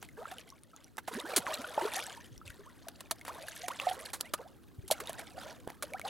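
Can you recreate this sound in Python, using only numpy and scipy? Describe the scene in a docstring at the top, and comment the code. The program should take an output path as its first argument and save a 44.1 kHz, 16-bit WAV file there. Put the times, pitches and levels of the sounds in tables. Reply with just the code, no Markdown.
"""Catfish snatch at bread floating beside a dock, heard from a metre or two above the water.
First come faint plops, drips and light slaps; from about 1.1 s loud slaps and ringing air pockets crowd together.
Near 2.3 s it calms to soft low bumps; after 3 s the slaps, plops and sweeping hollows return in bursts to the end.
Mouths and tails slap the surface, trapped air rings, and closing hollows sweep up in pitch.
Tail strokes set the water gurgling and spray pattering throughout, over a faint outdoor hush."""
import sys
import numpy as np
from scipy import signal
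from scipy.fft import rfft, irfft, next_fast_len
from scipy.io import wavfile
from scipy.ndimage import uniform_filter1d

SR = 44100
rng = np.random.default_rng(int(sys.argv[2]) if len(sys.argv) > 2 else 0)


def int16_out(signal):
    """Quantize to a 16-bit WAV file."""
    q = np.round(np.clip(np.atleast_2d(signal).T, -1, 1) * 32767)
    wavfile.write(sys.argv[1], SR, q.astype(np.int16))


N = 268569

# spectrum of water torn by an impact, for slaps and drips: f/Hz, relative density/dB per Hz
IMPACT_SPECTRUM = [(900, -24.5), (1800, -13), (4000, 2), (5500, -4.5), (6500, -0.5), (8500, -0.5),
                   (11000, 3.5), (13500, -8), (16000, -4)]
PLOP_SWELL = 0.095  # share of the nominal length in which a plop or a drip's bubble swells


def undb(db):
    """Amplitude ratio from a level: twenty decibels per factor of ten."""
    return 10 ** (np.asarray(db) / 20)


def unit(x):
    """Normalisation to a root-mean-square value of 1."""
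    return x / np.sqrt(np.mean(x ** 2) + 1e-20)


def curves(table):
    """Linear interpolation in time of each column of (t/s, ..) rows."""
    times, *columns = np.transpose(table)
    return [np.interp(np.arange(N) / SR, times, column) for column in columns]


def across(points):
    """Interpolation of (f/Hz, value) points on a logarithmic frequency axis, bin by bin."""
    hz, value = np.transpose(points)
    bins_hz = np.fft.rfftfreq(next_fast_len(N), 1 / SR)
    return np.interp(np.log(bins_hz + 1), np.log(hz), value)


def filtered(x, response):
    """Linear filtering as a product of spectra."""
    size = next_fast_len(N)
    return irfft(rfft(x, size) * response, size)[:N]


def colour(x, points):
    """Minimum-phase filtering: a folded cepstrum makes it causal; white noise keeps its power."""
    size = next_fast_len(N)
    cepstrum = irfft(np.log(unit(undb(across(points)))), size)
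    cepstrum[1:size // 2] *= 2
    cepstrum[size // 2:] = 0
    return filtered(x, np.exp(rfft(cepstrum)))


def add(track, s, sound):
    """Superposition of a sound that starts at time s."""
    i = int(np.clip(s * SR, 0, N - 1))
    track[..., i:i + sound.shape[-1]] += sound[..., :N - i]


def walk(rate):
    """Smoothed random fluctuation: held chance values, rate per second, averaged to rms 1."""
    hold = max(int(SR / rate), 1)
    steps = np.repeat(rng.standard_normal(N // hold + 1), hold)
    return unit(uniform_filter1d(steps, hold)[:N])


def placed(x, pan_db):
    """Stereo position by level difference, left minus right."""
    return np.array([x * undb(pan_db / 2), x * undb(-pan_db / 2)])


def bubble(first_hz, last_hz, length, swell, fall_db=24, bend=1.213):
    """Damped resonance of trapped air: it swells and dies; its pitch glides ever faster near the surface."""
    u = np.arange(int(1.6 * length * SR)) / (length * SR)  # time in nominal lengths
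    swell = np.clip(swell, .02, .85)
    hz = first_hz * (last_hz / first_hz) ** (u ** bend)  # last_hz is reached at u = 1
    rise = np.sin(np.pi / 2 * np.minimum(u / swell, 1))
    fall = undb(-fall_db * np.maximum(u - swell, 0) / (1 - swell))
    close = np.minimum((u[-1] - u) * 4, 1)  # ends at zero
    return rise * fall * close * np.sin(2 * np.pi * np.cumsum(hz) / SR)


def swarm(rate, low_hz, high_hz, cycles, glide, spread_db):
    """Random superposition of bubbles, rate per second, with chance pitch, damping and place; rms 1."""
    out, total = np.zeros((2, N)), int(rate * N / SR)
    for k, (when, size, life, climb, strength, side, swell) in enumerate(rng.random((total, 7))):
        hz = low_hz * (high_hz / low_hz) ** size
        length = cycles * 4 ** (life - .5) / hz  # half to twice the usual cycles
        ring = bubble(hz, hz * (1 + glide * (climb - .3)), length, .04 + .3 * swell ** 2)
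        gain = undb(spread_db * strength ** 2)  # many faint, a few clear
        add(out, (k + 3 * when) / rate, placed(gain * ring, 10 * (side - .5)))
    return unit(out)


def patter(rate, spread_db):
    """Random impulse process: droplet clicks of unequal size, rate per second; rms 1."""
    falls = rng.random(N) < rate / SR
    size = undb(spread_db * np.minimum(rng.exponential(size=N), 4))
    return unit(falls * size * rng.choice([-1, 1], N))


def slaps():
    """Surface impact: contact cracks and tears the water, over a dull smack of displaced water."""
    # slaps and snaps: t/s, relative spray level/dB, relative body level/dB, decay time/s
    impacts = [(.026, -45, -41.5, 0.0045), (.313, -60, -45.5, 0.0099), (.970, -37, -39.5, 0.00064),
               (.98, -57, -37, 0.0092), (1.076, -43, -40, 0.015), (1.362, -17, -30.5, 0.011),
               (1.377, -28, -32.5, 0.007), (1.992, -34, -31.5, 0.0011), (2.884, -34.5, -40, 0.004),
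               (3.006, -38.5, -44.5, 0.0055), (3.1102, -22, -33, 0.0065), (3.2502, -43, -43, 0.0044),
               (3.279, -60, -39, 0.01), (3.482, -39.5, -59, 0.011), (3.682, -33, -30.5, 0.0047),
               (3.799, -52, -34, 0.0017), (4.132, -34, -40.5, 0.018), (4.205, -42, -41.5, 0.005),
               (4.209, -22.5, -39, 0.0027), (4.336, -25, -31, 0.0069), (4.878, -40.5, -59, 0.01),
               (4.905, -43, -46, 0.0045), (4.911, -18, -38, 0.0049), (4.919, -25.5, -37.5, 0.0084),
               (5.001, -37, -37, 0.0072), (5.094, -34, -45, 0.0039), (5.131, -34, -61, 0.00081),
               (5.676, -42.5, -44, 0.0014), (5.702, -48, -38, 0.0014), (5.824, -30.5, -35.5, 0.0087),
               (5.996, -35, -35, 0.00084)]
    # dull smack of displaced water: f/Hz, relative density/dB per Hz
    body_spectrum = [(60, -23), (250, -4.5), (450, -1), (700, 2.5), (1300, 3.5), (2200, -2.5), (4500, -12)]
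    crack, spray, body = np.zeros((3, N))
    for s, spray_db, body_db, decay in impacts:
        t = np.arange(int(6 * decay * SR)) / SR
        burst = (1 - np.exp(-t / (0.1 * decay))) * np.exp(-(t / decay) ** 1.24)
        add(crack, s + .0005, undb(spray_db + 8.5) * np.ones(1))  # one-sample impulse
        add(spray, s, undb(spray_db - 0.5) * burst)
        add(body, s, undb(body_db + 4.0) * burst)
    bright = colour(crack + spray * patter(rate=9000, spread_db=3.0), IMPACT_SPECTRUM)
    dull = colour(body * patter(rate=9300, spread_db=0.5), body_spectrum)
    return bright + dull


def plops():
    """Bubble resonance: air pinched off under the surface rings and rises slightly in pitch."""
    # air pockets: t/s, first pitch f/Hz, nominal length/s, nominal peak level/dB
    pockets = [(0.255, 1300, 0.0079, -28.5), (0.317, 734, 0.03, -39), (0.522, 1080, 0.03, -46.5),
               (0.733, 1290, 0.027, -49), (1.082, 730, 0.0071, -25), (1.131, 300, 0.021, -39.5),
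               (1.335, 595, 0.016, -31), (1.467, 1520, 0.0023, -20.5), (1.505, 627, 0.021, -30.5),
               (1.644, 1420, 0.015, -31), (1.777, 572, 0.013, -19.5), (1.778, 850, 0.018, -18),
               (1.812, 900, 0.019, -24), (1.851, 425, 0.041, -28), (2.173, 920, 0.038, -44),
               (2.414, 1280, 0.015, -41), (2.591, 400, 0.054, -46.5), (2.868, 660, 0.041, -43.5),
               (3.116, 640, 0.018, -32.5), (3.484, 1640, 0.0079, -31.5), (3.634, 711, 0.062, -35.5),
               (3.799, 2640, 0.0065, -26), (3.868, 721, 0.047, -21.5), (3.911, 724, 0.028, -27.5),
               (4.337, 1188, 0.028, -31), (4.338, 578, .011, -27), (4.837, 374, 0.089, -50.5),
               (4.903, 824, 0.012, -27.5), (4.914, 607, .017, -18.5), (5.095, 645, 0.013, -28),
               (5.379, 726, 0.022, -36.5), (5.675, 455, 0.0048, -28.5), (5.837, 573, 0.02, -34.5),
               (5.943, 747, 0.024, -31)]
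    out = np.zeros(N)
    for s, hz, length, db in pockets:
        add(out, s, undb(db) * bubble(hz, hz * 1.06, length, PLOP_SWELL))
    return out


def hollows():
    """Cavity resonance: pitch climbs as a hollow in the surface closes and sinks as it opens."""
    # hollows: t/s, first pitch f/Hz, glide/(octaves per s), nominal peak level/dB
    cavities = [(.172, 406, 10.5, -41), (.21, 578, 20.5, -41.5), (1.149, 202.5, 17.5, -35.5),
                (1.17, 332, 32, -33), (1.234, 269, 19.5, -39.5), (1.365, 466, -45, -29),
                (1.468, 1221, -26.5, -34), (1.584, 225, 14, -41), (1.816, 325, 13.5, -33.5),
                (1.957, 698, 9.5, -37), (2.657, 908, 20, -48.5), (3.283, 795, 32, -39.5),
                (3.428, 555, 13.5, -44.5), (3.697, 850, 33, -33.5), (4.24, 1840, 9, -50),
                (4.39, 755, 38.5, -47.5), (4.391, 414, 34.5, -42), (4.447, 595, 22, -47.5),
                (5.005, 360, 21, -42), (5.34, 462, 26.5, -49), (5.917, 497, 25.5, -41.5),
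                (5.946, 1190, 24, -42), (6.036, 629, 17, -36.5)]
    usual_length, usual_glide = 0.048, 26.2  # s, octaves per s
    hurry = 0.29  # power by which a faster hollow is briefer
    out = np.zeros(N)
    for s, hz, glide, db in cavities:
        length = usual_length * (usual_glide / abs(glide)) ** hurry
        add(out, s, undb(db) * bubble(hz, hz * 2 ** (glide * length), length, swell=0.31))
    return out


def gulps():
    """Amplitude modulation: large bubbles and hollows wobble a little as they change shape."""
    wobble_db = 1.86 * walk(rate=270)
    return (plops() + hollows()) * undb(wobble_db)


def stirring():
    """Power addition: each stroke builds up, holds and settles into a wake; returns two levels in dB."""
    # strokes of a tail: t/s, length/s, relative gurgle level/dB, relative spray level/dB
    tail_strokes = [(.01, .03, -58, -61.5), (0.167, 0.053, -50.5, -78), (0.241, .15, -56.5, -62.5),
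                    (0.453, 0.033, -66, -63.5), (0.732, 0.083, -65.5, -73), (1.109, 0.1, -45.5, -56),
                    (1.247, 0.086, -40.5, -55.5), (1.39, 0.063, -47.5, -58.5), (1.467, 0.073, -38.5, -50.5),
                    (1.57, 0.2, -46, -58), (1.772, .1, -39, -52.5), (1.913, 0.086, -43, -45),
                    (2.063, 0.056, -49.5, -55), (2.447, 0.061, -61.5, -61.5), (2.534, 0.89, -63.5, -72),
                    (3.259, 0.13, -48.5, -59.5), (3.405, 0.23, -57.5, -55.5), (3.676, .08, -50.5, -56.5),
                    (3.787, 0.17, -44, -53), (3.991, 0.086, -53.5, -52.5), (4.195, 0.076, -57, -69),
                    (4.374, 0.041, -51.5, -87), (4.916, 0.24, -52, -61), (5.179, 0.02, -45.5, -52.5),
                    (5.361, 0.15, -49.5, -60.5), (5.666, 0.033, -50.5, -68), (5.826, 0.19, -56.5, -70),
                    (6.044, 0.057, -42, -55)]
    attack_s, settle_db_per_s = 0.0074, 230  # build-up, then first calming
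    wake_db, wake_db_per_s = -8.5, 65.5  # wake level against the stroke, and its slower fade
    calm_db = [[-72.5], [-77]]  # lapping between strokes: gurgle, spray
    t = np.arange(N) / SR
    power = undb(calm_db) ** 2 * np.ones(N)
    for s, length, gurgle_db, spray_db in tail_strokes:
        since = t[:N - int(np.clip(s * SR, 0, N - 1))]
        after = np.maximum(since - length, 0)
        fading = np.maximum(-settle_db_per_s * after, wake_db - wake_db_per_s * after)
        shape = np.minimum(since / attack_s, 1) * undb(fading)
        add(power, s, (undb([[gurgle_db], [spray_db]]) * shape) ** 2)
    return 10 * np.log10(power)


def churn():
    """Random bubble and droplet excitation: stirred water gurgles, chirps and fizzes, and spray ticks."""
    # spectra of low slosh, middle crackle and high spray: f/Hz, relative density/dB per Hz
    slosh_spectrum = [(150, -21.5), (350, 4), (700, -11), (1300, 4), (2500, -14.5)]
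    crackle_spectrum = [(900, -19), (1600, -5), (3200, 6.5), (4500, 2.5), (7000, -17.5)]
    spray_spectrum = [(3000, -31), (5500, 0.5), (7000, -3), (11000, 5.5), (13500, -3.5), (16000, -20)]
    gurgle_db, spray_db = stirring()
    fizz_db = gurgle_db + 0.68 * (spray_db - gurgle_db)  # small bubbles follow both, the spray more

    gurgle = swarm(rate=280, low_hz=440, high_hz=1800, cycles=15, glide=.6, spread_db=12)
    chirps = swarm(rate=60, low_hz=500, high_hz=1500, cycles=34, glide=1.3, spread_db=8)
    slosh = colour(patter(rate=700, spread_db=2.0), slosh_spectrum)
    low = gurgle + undb(-3) * chirps + undb(-6) * slosh

    fizz = swarm(rate=620, low_hz=1400, high_hz=5200, cycles=16, glide=.25, spread_db=17)
    crackle = colour(patter(rate=400, spread_db=4.0), crackle_spectrum)
    middle = fizz + undb(-5) * crackle

    pings = swarm(rate=650, low_hz=5500, high_hz=12000, cycles=14, glide=.12, spread_db=18)
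    spray = colour(patter(rate=800, spread_db=8.0), spray_spectrum)
    high = pings + undb(-2) * spray

    clumps = undb(3.7 * walk(rate=90))  # drops fall back in small groups
    falling = clumps * (undb(fizz_db + 0.03) * middle + undb(spray_db - 3.5) * high)
    return undb(gurgle_db - 3.45) * low + falling


def drips():
    """Impact and entrainment: each drop ticks on the surface and drags down a tiny ringing bubble."""
    # single drops clear of the rest: t/s, relative level/dB, first bubble pitch f/Hz
    drops = [(0.0885, -43.5, 2080), (0.3836, -35, 3000), (0.5023, -39.5, 5640), (0.635, -42, 9100),
             (0.7634, -39.5, 6720), (0.8438, -41.5, 5820), (1.2005, -29.5, 3690), (1.5405, -25, 7860),
             (2.0667, -29.5, 7940), (2.3787, -40, 5740), (2.4781, -35.5, 2630), (3.2126, -39, 2130),
             (5.0727, -30, 3730), (5.9357, -30.5, 2270), (6.0147, -33.5, 2210)]
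    ticks, rings = np.zeros((2, N))
    for s, db, hz in drops:
        ring = bubble(hz, hz * 1.024, 22 / hz, PLOP_SWELL)  # nominally 22 cycles long
        add(ticks, s, undb(db + 8) * np.ones(1))
        add(rings, s, undb(db - 1.5) * ring)
    return colour(ticks, IMPACT_SPECTRUM) + rings


def bumps():
    """Partial coherence: dull low bumps start at a different pitch at each port and glide to a common one."""
    # soft low bumps: t/s, common pitch f/Hz, nominal length/s, nominal peak level/dB
    thuds = [(2.307, 93, 0.051, -46), (2.359, 63.4, 0.044, -53), (2.448, 80.6, .05, -48),
             (2.495, 71.4, 0.017, -41.5), (4.782, 99.5, 0.024, -35.5), (4.825, 89, 0.034, -46),
             (5.603, 93.4, .08, -52)]
    out = np.zeros((2, N))
    for s, hz, length, db in thuds:
        for port, detune in zip(out, rng.standard_normal(2)):
            add(port, s, undb(db) * bubble(hz * np.exp(0.21 * detune), hz, length, 0.5))
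    return out


def dock(x, echo_s=0.0043, echo_db=-13, tail_t60=0.065, tail_db=-22):
    """Reflection and scattering: the dock's side returns one echo; boards and posts add a short weak tail."""
    t = np.arange(int(.3 * SR)) / SR
    tails = rng.standard_normal((2, len(t))) * undb(-60 * t / tail_t60) * (t > echo_s)
    tails /= np.sqrt(np.sum(tails ** 2, axis=1, keepdims=True))  # unit energy
    echo = np.interp(np.arange(N) - round(echo_s * SR), np.arange(N), x, left=0)
    echo = filtered(echo, undb(across([(600, -43), (2500, -8.0)])))  # a narrow board reflects little bass
    scattered = signal.fftconvolve(x[None], tails, axes=1)[:, :N]
    return undb(echo_db) * echo + undb(tail_db) * scattered


def hush():
    """Diffuse noise as mid plus and minus side: distant outdoor air whose rumble differs between ports."""
    # spectrum of the outdoor air: f/Hz, relative density/dB per Hz
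    air_spectrum = [(25, -14.5), (70, 3.5), (160, 2), (300, 4.5), (500, -8.5), (800, -21.5), (1500, -21),
                    (2500, -30), (4000, -27.5), (7000, -30), (11000, -28), (15000, -21)]
    # slow swell of the air: t/s, relative level/dB
    air_swell = [(0, 1.5), (.7, -4.5), (2.3, 0), (4.5, -0.5), (5.2, 1.5), (6.09, 2)]
    mid, side = (colour(rng.standard_normal(N), air_spectrum) for _ in range(2))
    side_db = across([(50, 13), (120, 0), (300, -4.0), (2000, -2.5), (12000, -14.0)])
    side = filtered(side, undb(side_db))
    swell_db = curves(air_swell)[0] + 0.64 * walk(rate=3.21)
    return undb(-61 + swell_db) * (mid + np.array([[1], [-1]]) * side)


def scene():
    """Superposition of direct, reflected and background sound as the fish move about below the microphone."""
    # where the fish are: t/s, left minus right level/dB
    fish_places = [(0.0, -1.5), (0.78, 0), (0.98, -4), (1.66, 0), (3.58, -0.5), (3.81, -3), (4.76, -1.5),
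                   (5.39, -3.0), (6.09, -1)]
    water = slaps() + gulps() + drips() + churn()
    pan_db, = curves(fish_places)
    return water * placed(0.96, pan_db) + dock(water.mean(axis=0)) + bumps() + hush()


def record(dry):
    """Linear transfer: two close ports differ in gain and phase; the microphone dulls, a low-pass cuts the top."""
    # how the two microphone ports differ: f/Hz, left minus right level/dB, left phase lead/rad
    port_differences = [(245, 1, -0.1), (614, 0.5, -0.22), (930, -1.2, -0.5), (1410, 0, 0.19),
                        (4430, 1, -0.21), (11700, 1.5, 0.32), (13100, 14.5, -0.254), (14200, -11, -0.028)]
    # the microphone's top end: f/Hz, response level/dB
    mic_response = [(10000, 0), (12500, -2), (15000, -7.5)]
    gain_db = across([(hz, db) for hz, db, _ in port_differences])
    lead = across([(hz, rad) for hz, _, rad in port_differences])
    half = undb(gain_db / 2) * np.exp(.5j * lead)  # each port takes half the difference
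    mic = undb(across(mic_response))
    ports = np.array([filtered(dry[0], mic * half), filtered(dry[1], mic / half)])
    low_pass = signal.ellip(10, .2, 70, 16100, fs=SR, output="sos")  # ripple and stopband in dB, edge in Hz
    return signal.sosfilt(low_pass, ports)


dry = scene()
out = record(dry)
int16_out(out)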